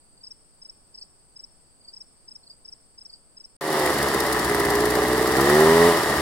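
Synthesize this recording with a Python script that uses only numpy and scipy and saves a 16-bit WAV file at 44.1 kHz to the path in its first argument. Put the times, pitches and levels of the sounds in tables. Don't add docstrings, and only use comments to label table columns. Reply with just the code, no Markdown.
import sys
import numpy as np
from scipy import signal
from scipy.fft import rfft, irfft
from scipy.io import wavfile
from scipy.ndimage import uniform_filter1d

SR = 44100
rng = np.random.default_rng(int(sys.argv[2]) if len(sys.argv) > 2 else 0)


def put_to_file(sound):
    columns = np.atleast_2d(sound).T
    safe = np.clip(columns, -1, 1)
    whole_steps = np.round(safe * 32767)
    wavfile.write(sys.argv[1], SR, whole_steps.astype(np.int16))


N = 273861
T = np.arange(N) / SR


def undb(db):
    return 10 ** (np.asarray(db) / 20)


def unit(x):
    return x / np.sqrt(np.mean(x ** 2))


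def noise():
    return rng.standard_normal((2, N))


def walk(rate_hz):
    step = int(SR / rate_hz)
    stairs = np.repeat(rng.standard_normal(N // step + 1), step)
    return unit(uniform_filter1d(stairs, step)[:N])


def colour(x, curve, size=2 ** 19):
    hz, db = np.transpose(curve)
    bins = np.maximum(np.fft.rfftfreq(size, 1 / SR), 1)
    gain = undb(np.interp(np.log(bins), np.log(hz), db))
    return irfft(rfft(x, size) * gain)[..., :N]


def resonate(x, hz, width_hz):
    return signal.lfilter(*signal.iirpeak(hz, hz / width_hz, SR), x)


def spread(pair, side_eq):
    return pair[0] + colour(pair[1], side_eq) * np.array([[1], [-1]])


def pan(left_db):
    return undb(np.array([[left_db], [-left_db]]) / 2)


def from_left(x, samples):
    return np.array([x[0], np.roll(x[1], samples)])


# f/Hz, level/dB
RUMBLE_EQ = [(20, 0), (40, -6), (100, -10.5), (200, -11), (400, -14), (800, -18), (1300, -23), (2000, -29),
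             (3500, -32), (6500, -34.5), (11000, -40.5), (16000, -38.5)]
# f/Hz, side minus mid level/dB
RUMBLE_WIDTH = [(40, 0), (150, -2.5), (700, -3.5), (2400, 0.5), (12000, 2)]
def rumble(level_db=-63):
    bed = unit(colour(noise(), RUMBLE_EQ))
    return spread(bed, RUMBLE_WIDTH) * undb(level_db + .089 * walk(4))


# offset from its centre f/Hz, level/dB
SHRILL_EQ = [(350, 0), (520, -3), (750, -11), (1100, -23), (2000, -42), (4000, -70)]
def insect_buzz(beat_hz=21.5, centre_hz=8330, sweep_hz=150, throb=.14):
    beats = 2 * np.pi * np.cumsum(beat_hz * (1 + .04 * walk(4))) / SR
    carrier = 2 * np.pi * np.cumsum(centre_hz + sweep_hz * np.sin(beats)) / SR
    shrill = colour(noise(), SHRILL_EQ) * np.cos(carrier) + colour(noise(), SHRILL_EQ) * np.sin(carrier)
    return unit(shrill * (1 + throb * np.cos(beats)))


def cricket_chorus(hz=4680, width_hz=470, level_db=-71):
    band = resonate(resonate(noise(), hz, width_hz), hz, width_hz)
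    return unit(band) * undb(level_db + .96 * walk(25))


def cricket(chirps, strokes, sag, rasp, echo_db, echo_t60_s, overtone_db, left_rad):
    envelope, hz = np.zeros(N), np.full(N, float(strokes[0][2]))
    for start, db in chirps:
        for delay, length, pitch, stroke_db in strokes:
            first = int((start + delay - length / 2) * SR)
            u = np.linspace(0, 1, int(length * SR))
            envelope[first:first + len(u)] += undb(db + stroke_db) * np.sin(np.pi * u ** 1.2)
            hz[first:first + len(u)] = pitch * (1 + sag * (u / 4 - u ** 4))
    phase = 2 * np.pi * np.cumsum(hz * (1 + .0356 * rasp * walk(700))) / SR
    envelope *= undb(4.5 * rasp * walk(300))
    phase = phase + np.array([[left_rad], [0]])
    overtones = np.sin(2 * phase) + np.sin(3 * phase) / 2
    song = envelope * (np.sin(phase) + undb(overtone_db) * overtones)
    tail = noise()[:, :SR] * undb(-60 * T[:SR] / echo_t60_s)
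    tail /= np.sqrt(np.sum(tail ** 2) / 2)
    return song + undb(echo_db) * signal.fftconvolve(song, tail, axes=1)[:, :N]


# t/s, level/dB
NEAR_CHIRPS = [(.242, -38.5), (.625, -39.5), (.952, -40), (1.368, -39.5), (1.94, -38.5), (2.286, -40),
               (2.656, -39.5), (2.986, -40.5), (3.376, -41)]
FAR_CHIRPS = [(.177, -44.5), (.946, -40.5), (1.814, -40), (2.436, -40), (3.064, -39)]
# centre after the cue t/s, length/s, f/Hz, level/dB
NEAR_STROKES = [(0, .021, 5255, 0.5), (0.0313, .024, 5294, 1), (0.0733, .023, 5345, 3)]
FAR_STROKES = [(0, .016, 4640, -11), (0.037, 0.02, 4650, -5), (0.072, .028, 4730, 1)]
def two_crickets():
    near = cricket(NEAR_CHIRPS, NEAR_STROKES, sag=.04, rasp=.18,
                   echo_db=-17, echo_t60_s=.9, overtone_db=-41, left_rad=2.28)
    far = cricket(FAR_CHIRPS, FAR_STROKES, sag=.0538, rasp=.71,
                  echo_db=-9, echo_t60_s=.17, overtone_db=-29, left_rad=2.4)
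    return near * pan(3) + far * pan(1.2)


def entrance(start_s=3.609, fade_db=-10.5, fade_s=.088, swell_db_per_s=.36):
    since = np.maximum(T - start_s, 0)
    db = fade_db * np.exp(-since / fade_s) + swell_db_per_s * (since - since[-1] / 2)
    return np.minimum(since / .0011, 1) * undb(db)


# press t/s, release t/s, depth/0-1
TRIGGER = [(3.4, 3.87, .35), (5.326, 5.87, 0.99)]
def trigger_load(rise_s=.085, fall_s=.065):
    load = 0
    for on, off, depth in TRIGGER:
        held, released = np.maximum(T - on, 0), np.maximum(T - off, 0)
        load += depth * (1 - np.exp(-held / rise_s)) * np.exp(-(released / fall_s) ** 2)
    return load


def drive(hz, load, idle_db, octave_db, load_db, idle_hz=60):
    return undb(idle_db + octave_db * np.log2(hz / idle_hz) + load_db * load)


def knocks(turns, decay_turns, scatter_db):
    sizes = undb(scatter_db * rng.standard_normal(N // 100))
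    return sizes[turns.astype(int)] * np.exp(-(turns % 1) / decay_turns)


# f/Hz, width/Hz, level/dB
MUFFLER_MODES = [(72.3, 27, -9.5), (149, 38, -7.5), (218, 52, -6), (353, 137, -2.5), (409.4, 46, -1),
                 (573, 120, -6)]
def muffle(x):
    return unit(sum(undb(db) * resonate(resonate(x, f, w), f, w) for f, w, db in MUFFLER_MODES))


def exhaust_puffs(hz, turns, load):
    gas = noise() * (knocks(turns, decay_turns=.3, scatter_db=.8) + .25)
    return muffle(gas) * drive(hz, load, idle_db=-28, octave_db=3.9, load_db=-2.8)


def coasting(hz, load, full_hz_per_s=28, smooth_s=.11, freewheel_load=.23):
    slowing = -uniform_filter1d(np.gradient(hz) * SR, int(smooth_s * SR))
    return np.clip(slowing / full_hz_per_s, 0, 1) * np.clip(1 - load / freewheel_load, 0, 1)


# multiple of the shaft rate, idle level/dB, full-load level/dB
HARMONICS = [(1, -41, -35), (2, -40.5, -26), (3, -46.5, -23.5), (4, -38, -29.5), (5, -34, -18.5),
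             (6, -39.5, -30), (7, -30, -25.5), (8, -68, -30), (9, -36.5, -32), (10, -39, -42),
             (11, -40, -31), (12, -36.5, -37)]
def drone(hz, turns, load, muffler_hz=400, width_hz=110, boost_db=5.5, flutter_db=.7, coast_db=-7):
    tone = 0
    for k, idle_db, full_db in HARMONICS:
        detune = 2 * (k * hz - muffler_hz) / width_hz
        db = idle_db + load * (full_db - idle_db) + boost_db / (1 + detune ** 2) + flutter_db * walk(25)
        tone -= undb(db) * np.cos(2 * np.pi * k * turns - np.arctan(detune) - k ** 2 / 10)
    return tone * undb(.2 + coast_db * coasting(hz, load))


def piston_blows(turns, return_gain=.61):
    first = knocks(turns, decay_turns=.25, scatter_db=1.3)
    return first + return_gain * knocks(turns + .5, decay_turns=.25, scatter_db=1.6)


# f/Hz, level/dB
HOUSING_EQ = [(200, -84), (450, -13), (600, -6), (750, 5.5), (900, 0.5), (1040, 3.5), (1270, 1.5),
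              (1480, -4.5), (1700, 0.5), (1920, 4.5), (2100, -4.5), (2350, -16), (3000, -20), (6000, -24)]
def housing_clatter(hz, turns, load, blows):
    since_knock = (turns % 1 * SR / hz).astype(int)
    repeating = (.45 + .2 * load) * noise()[:, since_knock]
    ring = (repeating + noise()) * (.35 + blows)
    return unit(colour(ring, HOUSING_EQ)) * drive(hz, load, idle_db=-25.5, octave_db=1, load_db=3.3)


# f/Hz, level/dB
FAN_EQ = [(1200, -2.5), (2400, -2), (3000, 2), (3400, 2.5), (4700, 1), (5500, 0.5), (6300, -7), (7100, -4),
          (7700, -4.5), (8600, -5), (10200, -4.5), (12100, -6), (13000, -13), (16000, -24)]
def fan_rush(hz, load, blows, pulsing=.081):
    air = noise() * (1 + pulsing * blows)
    return unit(colour(air, FAN_EQ)) * drive(hz, load, idle_db=-35, octave_db=5.7, load_db=2.4)


# f/Hz, width/Hz, level/dB
CASING_MODES = [(2910, 21, 1), (3770, 12, 1), (3800, 16, -15), (4674, 57, 0), (5400, 35, 0), (7160, 50, 4),
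                (8550, 140, 5), (9580, 58, 5.5), (10360, 88, 0.5)]
def casing_ring(hiss, trim_db=-1.5):
    ring = sum(undb(db) * resonate(hiss, f, w) for f, w, db in CASING_MODES)
    return (hiss + ring) * undb(trim_db)


# first t/s, end t/s, spacing/turns, rasp level/dB
FIRING_RUNS = [(3.627, 3.75, 2, -32), (3.771, 3.805, 2, -28), (3.862, 4.05, 3, -27.5),
               (4.086, 4.42, 4, -27), (4.449, 4.98, 3, -27.5), (5.035, 5.525, 3, -29),
               (5.553, 5.63, 4, -28), (5.972, 6.19, 5, -29.5)]
def lone_firings(turns):
    cues = []
    for first, end, every, db in FIRING_RUNS:
        fired = np.arange(*np.interp([first, end], T, turns), round(every))
        cues += [(s, db) for s in np.interp(fired, turns, T)]
    return cues


# f/Hz, level/dB
RASP_EQ = [(1500, -27), (3000, -6), (4800, 5.5), (6500, -1.5), (8500, -0.5), (10200, 2), (12000, 2.5),
           (16000, -6)]
def firing_rasp(firings, width_s=.0039, scatter_db=1.5, trim_db=-2):
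    grit = unit(colour(noise() * undb(2 * walk(900)), RASP_EQ))
    bursts = np.zeros(N)
    for s, db in firings:
        span = slice(int((s - 4 * width_s) * SR), int((s + 4 * width_s) * SR))
        swell = np.exp(-((T[span] - s) / width_s) ** 2 / 2)
        bursts[span] += undb(db + scatter_db * rng.standard_normal()) * swell
    return grit * bursts * undb(trim_db)


def firing_thumps(firings, turns, port_turns=.12, level_db=-36.5):
    openings = np.round(np.interp([s for s, _ in firings], T, turns)) + port_turns
    pulses = np.zeros(N)
    pulses[np.searchsorted(turns[:-1], openings)] = -1
    return muffle(pulses) * undb(level_db)


# t/s, f/Hz
SHAFT_SPEED = [(3.61, 78.08), (3.78, 75.66), (4.31, 63.12), (4.36, 61.02), (4.59, 58.18), (4.66, 57.74),
               (4.99, 61.51), (5.35, 64.02), (5.56, 75.62), (5.76, 83.24), (5.88, 85.56), (5.97, 82.07),
               (6.02, 79.12), (6.05, 75.7), (6.2, 68.74)]
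# f/Hz, side minus mid level/dB
BLOWER_WIDTH = [(100, -28), (300, -20), (700, -14), (1400, -9), (3000, -2), (12000, 0)]
def blower():
    hz = np.interp(T, *np.transpose(SHAFT_SPEED))
    load = trigger_load()
    jitter = .005 * (1 - load / 2) * walk(40)
    turns = np.cumsum(hz) / SR + jitter + 1
    firings = lone_firings(turns)
    puffs = spread(exhaust_puffs(hz, turns, load), BLOWER_WIDTH)
    exhaust = puffs + drone(hz, turns, load) + firing_thumps(firings, turns)
    blows = piston_blows(turns)
    clatter = spread(housing_clatter(hz, turns, load, blows), BLOWER_WIDTH)
    hiss = spread(casing_ring(fan_rush(hz, load, blows) + firing_rasp(firings)), BLOWER_WIDTH)
    return from_left(exhaust * pan(-1.3), 2) + from_left(clatter * pan(.91), 3) + hiss * pan(.15)


# f/Hz, level/dB
LOW_END_EQ = [(90, 0), (140, -20), (300, -60)]
def late_bass(x, full_s=3.87, rise_s=.08, cut=.77):
    return x - colour(x, LOW_END_EQ) * cut * np.clip((full_s - T) / rise_s, 0, 1)


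def scene(park_end_s=3.566):
    park = rumble() + insect_buzz() * undb(-60.3) * pan(.5) + cricket_chorus() + two_crickets()
    return park * (T < park_end_s) + late_bass(blower()) * entrance()


def record(dry, top_hz=15950):
    return signal.sosfilt(signal.ellip(10, .2, 80, top_hz, fs=SR, output="sos"), dry)


dry = scene()
out = record(dry)
put_to_file(out)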